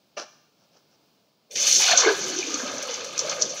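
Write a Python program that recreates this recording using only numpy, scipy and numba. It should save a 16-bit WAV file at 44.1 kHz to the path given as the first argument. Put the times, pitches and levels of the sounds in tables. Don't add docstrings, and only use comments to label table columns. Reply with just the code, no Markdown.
import sys
import numpy as np
from scipy import signal
from scipy.fft import rfft, irfft
from scipy.io import wavfile
from scipy.ndimage import uniform_filter1d
from numba import njit

SR = 44100
rng = np.random.default_rng(int(sys.argv[2]) if len(sys.argv) > 2 else 0)


def pcm_store(signal):
    levels = np.round(np.clip(np.atleast_2d(signal), -1, 1) * 32767)
    wavfile.write(sys.argv[1], SR, levels.astype(np.int16).T)


N = 158760
T = np.arange(N) / SR

# time_s, spatter_db, top_treble_db, fizz_db, larger_bubbles_db, churn_db
POUR = [(1.495, -64, -75, -74, -80, -70), (1.51, -50, -54.5, -42, -68, -61),
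        (1.553, -30.5, -54, -50.5, -81, -54), (1.558, -23.5, -42, -25, -60, -45),
        (1.6, -18, -45, -32.5, -46, -52.5), (1.68, -16, -37, -21, -38, -50),
        (1.75, -16.5, -38.5, -30, -52.5, -48), (1.82, -14.5, -36, -20.5, -34, -48.5),
        (1.86, -18.5, -42, -20, -34.5, -65), (1.92, -20, -48, -17.5, -23.5, -43.5),
        (1.96, -24, -57, -21.5, -34.5, -46), (2.0, -16, -50, -22, -27, -45.5),
        (2.04, -25, -56, -23.5, -22, -61), (2.1, -29.5, -51, -23, -23.5, -58),
        (2.17, -28, -50.5, -34, -37.5, -53), (2.43, -30, -57, -32.5, -42, -44),
        (2.6, -30, -57, -33.5, -38, -50.5), (2.8, -34.5, -62, -37, -43, -45),
        (2.94, -34.5, -61.5, -32.5, -41, -45.5), (3.1, -38.5, -64, -39.5, -48, -52.5),
        (3.32, -30, -56, -32, -37.5, -43.5), (3.39, -33, -61, -39.5, -43, -46),
        (3.6, -31, -62, -39.5, -49.5, -49.5)]


def undb(db):
    return 10 ** (np.asarray(db) / 20)


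def unit(x):
    return x / np.sqrt(np.mean(x ** 2))


def curve(table, column):
    return np.interp(T, np.array(table)[:, 0], np.array(table)[:, column])


def colour(x, points, envelope=1):
    hz, db = np.array(points).T
    log_hz = np.log(np.maximum(np.arange(2049) * SR / 4096, 5))
    outside = np.maximum(np.log(hz[0]) - log_hz, 0) + np.maximum(log_hz - np.log(hz[-1]), 0)
    gain_db = np.interp(log_hz, np.log(hz), db) - 40 * outside
    cepstrum = irfft(gain_db * np.log(10) / 20)
    cepstrum[1:2048] *= 2
    cepstrum[2049:] = 0
    impulse = unit(irfft(np.exp(rfft(cepstrum)))) / 64
    return signal.fftconvolve(unit(x) * envelope, impulse)[:N]


def walk(rate_hz):
    hold = int(SR / rate_hz)
    return unit(uniform_filter1d(np.repeat(rng.standard_normal(N // 20), hold)[:N], hold))


def sizes(chance, spread_db):
    return undb(spread_db * np.minimum(-np.log(chance), 5))


def clicks(per_s, spread_db):
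    when, side, size = rng.random((int(per_s * N / SR), 3)).T
    return np.bincount((when * N).astype(int), np.sign(side - .5) * sizes(size, spread_db), N)


@njit
def bandpass(x, hz, q):
    y, band_state, low_state = np.empty(len(x)), 0., 0.
    for i in range(len(x)):
        g = np.tan(np.pi * hz[i] / SR)
        band = (band_state + g * (x[i] - low_state)) / (1 + g * (g + 1 / q))
        band_state = 2 * band - band_state
        low_state += 2 * g * band
        y[i] = band / q
    return y


def room_tone():
    # frequency_hz, gain_db
    spectrum = [(15, -29), (40, -32), (152, -1), (511, -6.5), (652, -5), (745, -9), (925, -10.5),
                (1390, -15), (1670, -18), (5050, -13), (8200, -28), (13000, -32.5), (15700, -17)]
    return colour(rng.standard_normal(N), spectrum) * undb(-65.5 + walk(6.97))


def jug_knocks():
    # pitch_hz, level_db
    modes = [(572, -1.5), (1190, -7), (1750, -9), (2347, -8), (2740, -4)]
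    # start_s, level_db
    contacts = [(.169, -31), (.174, -28), (.179, -28), (0.189, -40), (.222, -48)]
    t60_s, softness_s = .045, 0.00061
    hits = np.zeros(N)
    for start_s, db in contacts:
        hits[int(start_s * SR)] = undb(db)
    age = T[:SR // 2]
    ring = sum(undb(db) * np.sin(2 * np.pi * hz * age) for hz, db in modes)
    ring *= 1000. ** (-age / t60_s) * (1 - np.exp(-age / softness_s))
    return signal.fftconvolve(hits, ring)[:N]


def scrape_and_rustles():
    # frequency_hz, gain_db
    spectrum = [(59, -67), (220, -22), (582, -7), (904, -14.5), (1700, -15.5), (1920, -22.5), (2750, -20),
                (3530, -23.5), (5840, -11.5), (8170, -43.5), (15000, -57)]
    # centre_s, level_db, half_width_s
    rustles = [(0.628, -66, 0.036), (0.766, -60, 0.033), (0.931, -64.5, 0.033)]
    start_s, attack_s, contact_s = 0.1648, 0.016, 0.065
    fade_db_per_s, release_db_per_s = 112, 450
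    age = T - start_s
    scrape_db = -31.5 - fade_db_per_s * age - release_db_per_s * np.maximum(age - contact_s, 0)
    envelope = np.clip(age / attack_s, 0, 1) * undb(scrape_db)
    envelope += sum(undb(db) * np.exp(-((T - centre_s) / width_s) ** 2) for centre_s, db, width_s in rustles)
    return colour(clicks(per_s=9000, spread_db=3.7), spectrum, envelope)


def splat_envelope():
    # peak_s, strength_db
    splats = [(1.5107, -30.5), (1.558, -23), (1.67, -9.5), (1.7245, -14), (1.758, -4), (1.83, -24),
              (1.9106, -10), (1.9748, -1), (2.0034, -12), (2.2393, -22), (2.388, -21.5), (2.5408, -14),
              (2.7813, -22), (2.826, -20.5), (2.9404, -23), (3.0445, -27), (3.178, -26), (3.1917, -8.5),
              (3.2948, -17), (3.4212, -6), (3.494, -21.5)]
    rise_s, crack_s, tail_s = 0.0072, 0.0067, 0.0071
    envelope = np.zeros(N)
    for peak_s, db in splats:
        gap_s = np.abs(T - peak_s)
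        gather = min(0.99 * undb(db), .5) * np.exp(-gap_s / rise_s)
        crumble = np.exp(-gap_s / crack_s) + 0.56 * np.exp(-gap_s / tail_s)
        envelope += undb(db - 5.5) * np.where(T >= peak_s, crumble, gather)
    return envelope


def spatter():
    # frequency_hz, gain_db
    drop_spectrum = [(1500, -28.5), (2420, -26.5), (3170, -15.5), (4230, -8.5), (5150, -4), (6130, 7.5),
                     (6700, 0.5), (7500, -11), (8000, -32), (9000, -31.5)]
    # frequency_hz, gain_db
    spray_spectrum = [(7600, 12), (8900, 8), (12500, 3), (15700, -3)]
    # start_s, peak_db
    spray_bursts = [(2.824, -44.5), (2.87, -53), (2.942, -62), (3.043, -51), (3.128, -57), (3.179, -53),
                    (3.343, -54), (3.543, -48.5)]
    burst_tail_s = 0.012
    droplets = undb(-7.5) * unit(clicks(per_s=300, spread_db=4))
    drops = unit(clicks(per_s=12000, spread_db=2.8)) + droplets
    mist = unit(clicks(per_s=12000, spread_db=3.1)) + 0.49 * droplets
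    spray_level = undb(curve(POUR, 2) + 2 * walk(44))
    for start_s, db in spray_bursts:
        spray_level += undb(db) * (T >= start_s) * np.exp(-np.abs(T - start_s) / burst_tail_s)
    drop_level = undb(curve(POUR, 1) + 2 * walk(25.52)) + splat_envelope()
    return jar(colour(drops, drop_spectrum, drop_level)) + colour(mist, spray_spectrum, spray_level)


def jar(x):
    # pitch_hz, bandwidth_hz, gain_db
    resonances = [(1250, 64, 10.5), (1580, 224, 4), (2462, 41, 2), (3007, 57, 2.5), (3504, 56, 3.5),
                  (4318, 48, 9), (5482, 72, -10.5)]
    damp_s, open_s = 1.67, 2.42
    rings = []
    for hz, width_hz, db in resonances:
        flare = undb(db + 2.86 * walk(30))
        rings.append(flare * bandpass(x, hz * (1 + 0.0093 * walk(12)), hz / width_hz))
    opening = undb(-9 / (1 + np.exp((T - open_s) / 0.074)))
    damping = undb(-6 / (1 + np.exp((damp_s - T) / 0.091)))
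    ringing = opening * rings[0] + rings[1] + damping * sum(rings[2:])
    return undb(-5.5) * (x + undb(3) * ringing)


@njit
def ring_bubbles(start_s, hz, cycles, size, glide):
    y = np.zeros(N)
    for k in range(len(start_s)):
        onset, length = int(start_s[k] * SR), int(cycles[k] * SR / hz[k])
        phase = 0.
        for i in range(min(length, N - onset)):
            life = i / length
            phase += 2 * np.pi * hz[k] * (1 + glide * life) / SR
            attack = np.sin(min(6 * life, np.pi / 2)) ** 2
            y[onset + i] += size[k] * np.sin(phase) * np.exp(-5.5 * life) * attack
    return y


def swarm(per_s, low_hz, high_hz, cycles, spread_db):
    when, pitch, life, size = rng.random((int(per_s * N / SR), 4)).T
    hz = low_hz * (high_hz / low_hz) ** pitch
    return unit(ring_bubbles(when * N / SR, hz, cycles * (.5 + life), sizes(size, spread_db), glide=0.048))


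def froth():
    # frequency_hz, gain_db
    spectrum = [(1900, 0.5), (2400, 4.5), (4000, 8.5), (5200, 10.5)]
    fizz = swarm(per_s=3000, low_hz=1900, high_hz=5310, cycles=10.8, spread_db=1.72)
    fizz = unit(colour(fizz, spectrum)) * undb(curve(POUR, 3) + 1.5 * walk(50))
    larger = swarm(per_s=1200, low_hz=635, high_hz=2130, cycles=6.8, spread_db=1.67)
    larger *= undb(curve(POUR, 4) + 0.5 * walk(20))
    return jar(fizz + larger)


def churn():
    # frequency_hz, gain_db
    spectrum = [(40, -48), (100, -15), (200, -9), (400, -3.5), (800, -15.5), (1100, -26.5)]
    return colour(rng.standard_normal(N), spectrum) * undb(curve(POUR, 5) + 3.5 * walk(9.7))


def glugs():
    # start_s, level_db, pitch_hz
    loud_bubbles = [(1.8, -18.5, 853), (1.881, -7, 1495), (1.93, -3.5, 704), (1.915, -3, 1760),
                    (1.95, -10.5, 1520), (2.05, -3.5, 2150), (2.059, -1, 384.4), (2.072, -3.5, 1570),
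                    (2.086, -1, 1588), (2.106, -8.5, 387), (2.264, -18, 385), (2.297, -19.5, 378),
                    (2.358, -19, 330), (2.386, -19.5, 375), (2.427, -11.5, 2383), (2.435, -22, 285),
                    (2.468, -30, 282), (2.537, -18.5, 282), (2.628, -19.5, 256.5), (3.245, -16.5, 592),
                    (3.406, -21, 607)]
    scatter_s, pitch_spread = .012, 0.078
    start_s, db, hz = np.repeat(np.array(loud_bubbles), 4, axis=0).T
    lag, detune, softer = rng.random((len(hz), 3)).T
    neighbour = np.arange(len(hz)) % 4 > 0
    start_s = start_s + neighbour * scatter_s * lag
    hz = hz * (1 + neighbour * pitch_spread * (2 * detune - 1))
    size = undb(db - neighbour * 6.6 * (1 + softer))
    cycles = 20.4 * (hz / 500) ** 0.27
    return ring_bubbles(start_s, hz, cycles, size, glide=0.021)


def ring_air(track, q):
    hz = curve(track, 1) * (1 + 0.059 * walk(20))
    air = clicks(per_s=700, spread_db=2.47)
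    for stage_q in (q, q, 1.):
        air = bandpass(air, hz, stage_q)
    return unit(air) * undb(curve(track, 2) + walk(25.22))


def air_pocket():
    # time_s, pitch_hz, level_db
    track = [(1.78, 395, -81), (1.8, 760, -58), (1.9, 743, -29.5), (1.97, 632, -38), (2.03, 486, -36.5),
             (2.08, 446, -17.5), (2.14, 410, -32.5), (2.23, 390, -44.5), (2.4, 340, -38.5), (2.7, 263, -45),
             (3.0, 216, -61), (3.25, 154, -51.5), (3.6, 159, -56)]
    return ring_air(track, q=3.9)


def air_column():
    # time_s, pitch_hz, level_db
    track = [(2.1, 514, -45), (2.4, 505, -50.5), (2.62, 520, -37), (2.8, 519, -41), (2.95, 474, -39.5),
             (3.15, 560, -46.5), (3.25, 466, -35.5), (3.35, 590, -37.5), (3.47, 527, -35.5),
             (3.6, 564, -47.5)]
    return ring_air(track, q=3.9)


def kitchen_reverb(near):
    t60_s, build_s, low_cut_hz = 0.7, 0.0013, 790
    age = T[:SR]
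    tail = rng.standard_normal(SR) * 1000. ** (-age / t60_s) * (1 - np.exp(-age / build_s))
    tail = signal.lfilter(*signal.butter(2, low_cut_hz, "high", fs=SR), tail)
    return signal.fftconvolve(near, tail / np.sqrt(np.sum(tail ** 2)))[:N]


def scene():
    jug = jug_knocks() + scrape_and_rustles()
    flowing = np.clip((T - POUR[0][0]) / 0.028, 0, 1)
    water = spatter() + froth() + churn() + glugs() + air_pocket() + air_column()
    near = jug + flowing * water
    return (near + undb(-11.5) * kitchen_reverb(near) + room_tone())[None]


def record(dry):
    bass_cut_hz, top_hz = 54, 15650
    notch_hz, notch_q, notch_depth = 1920., 10., .75
    x = signal.sosfilt(signal.butter(2, bass_cut_hz, "high", fs=SR, output="sos"), dry[0])
    x = x - notch_depth * bandpass(x, np.full(N, notch_hz), notch_q)
    return signal.sosfilt(signal.ellip(12, .3, 100, top_hz, fs=SR, output="sos"), x)[None]


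dry = scene()
out = record(dry)
pcm_store(out)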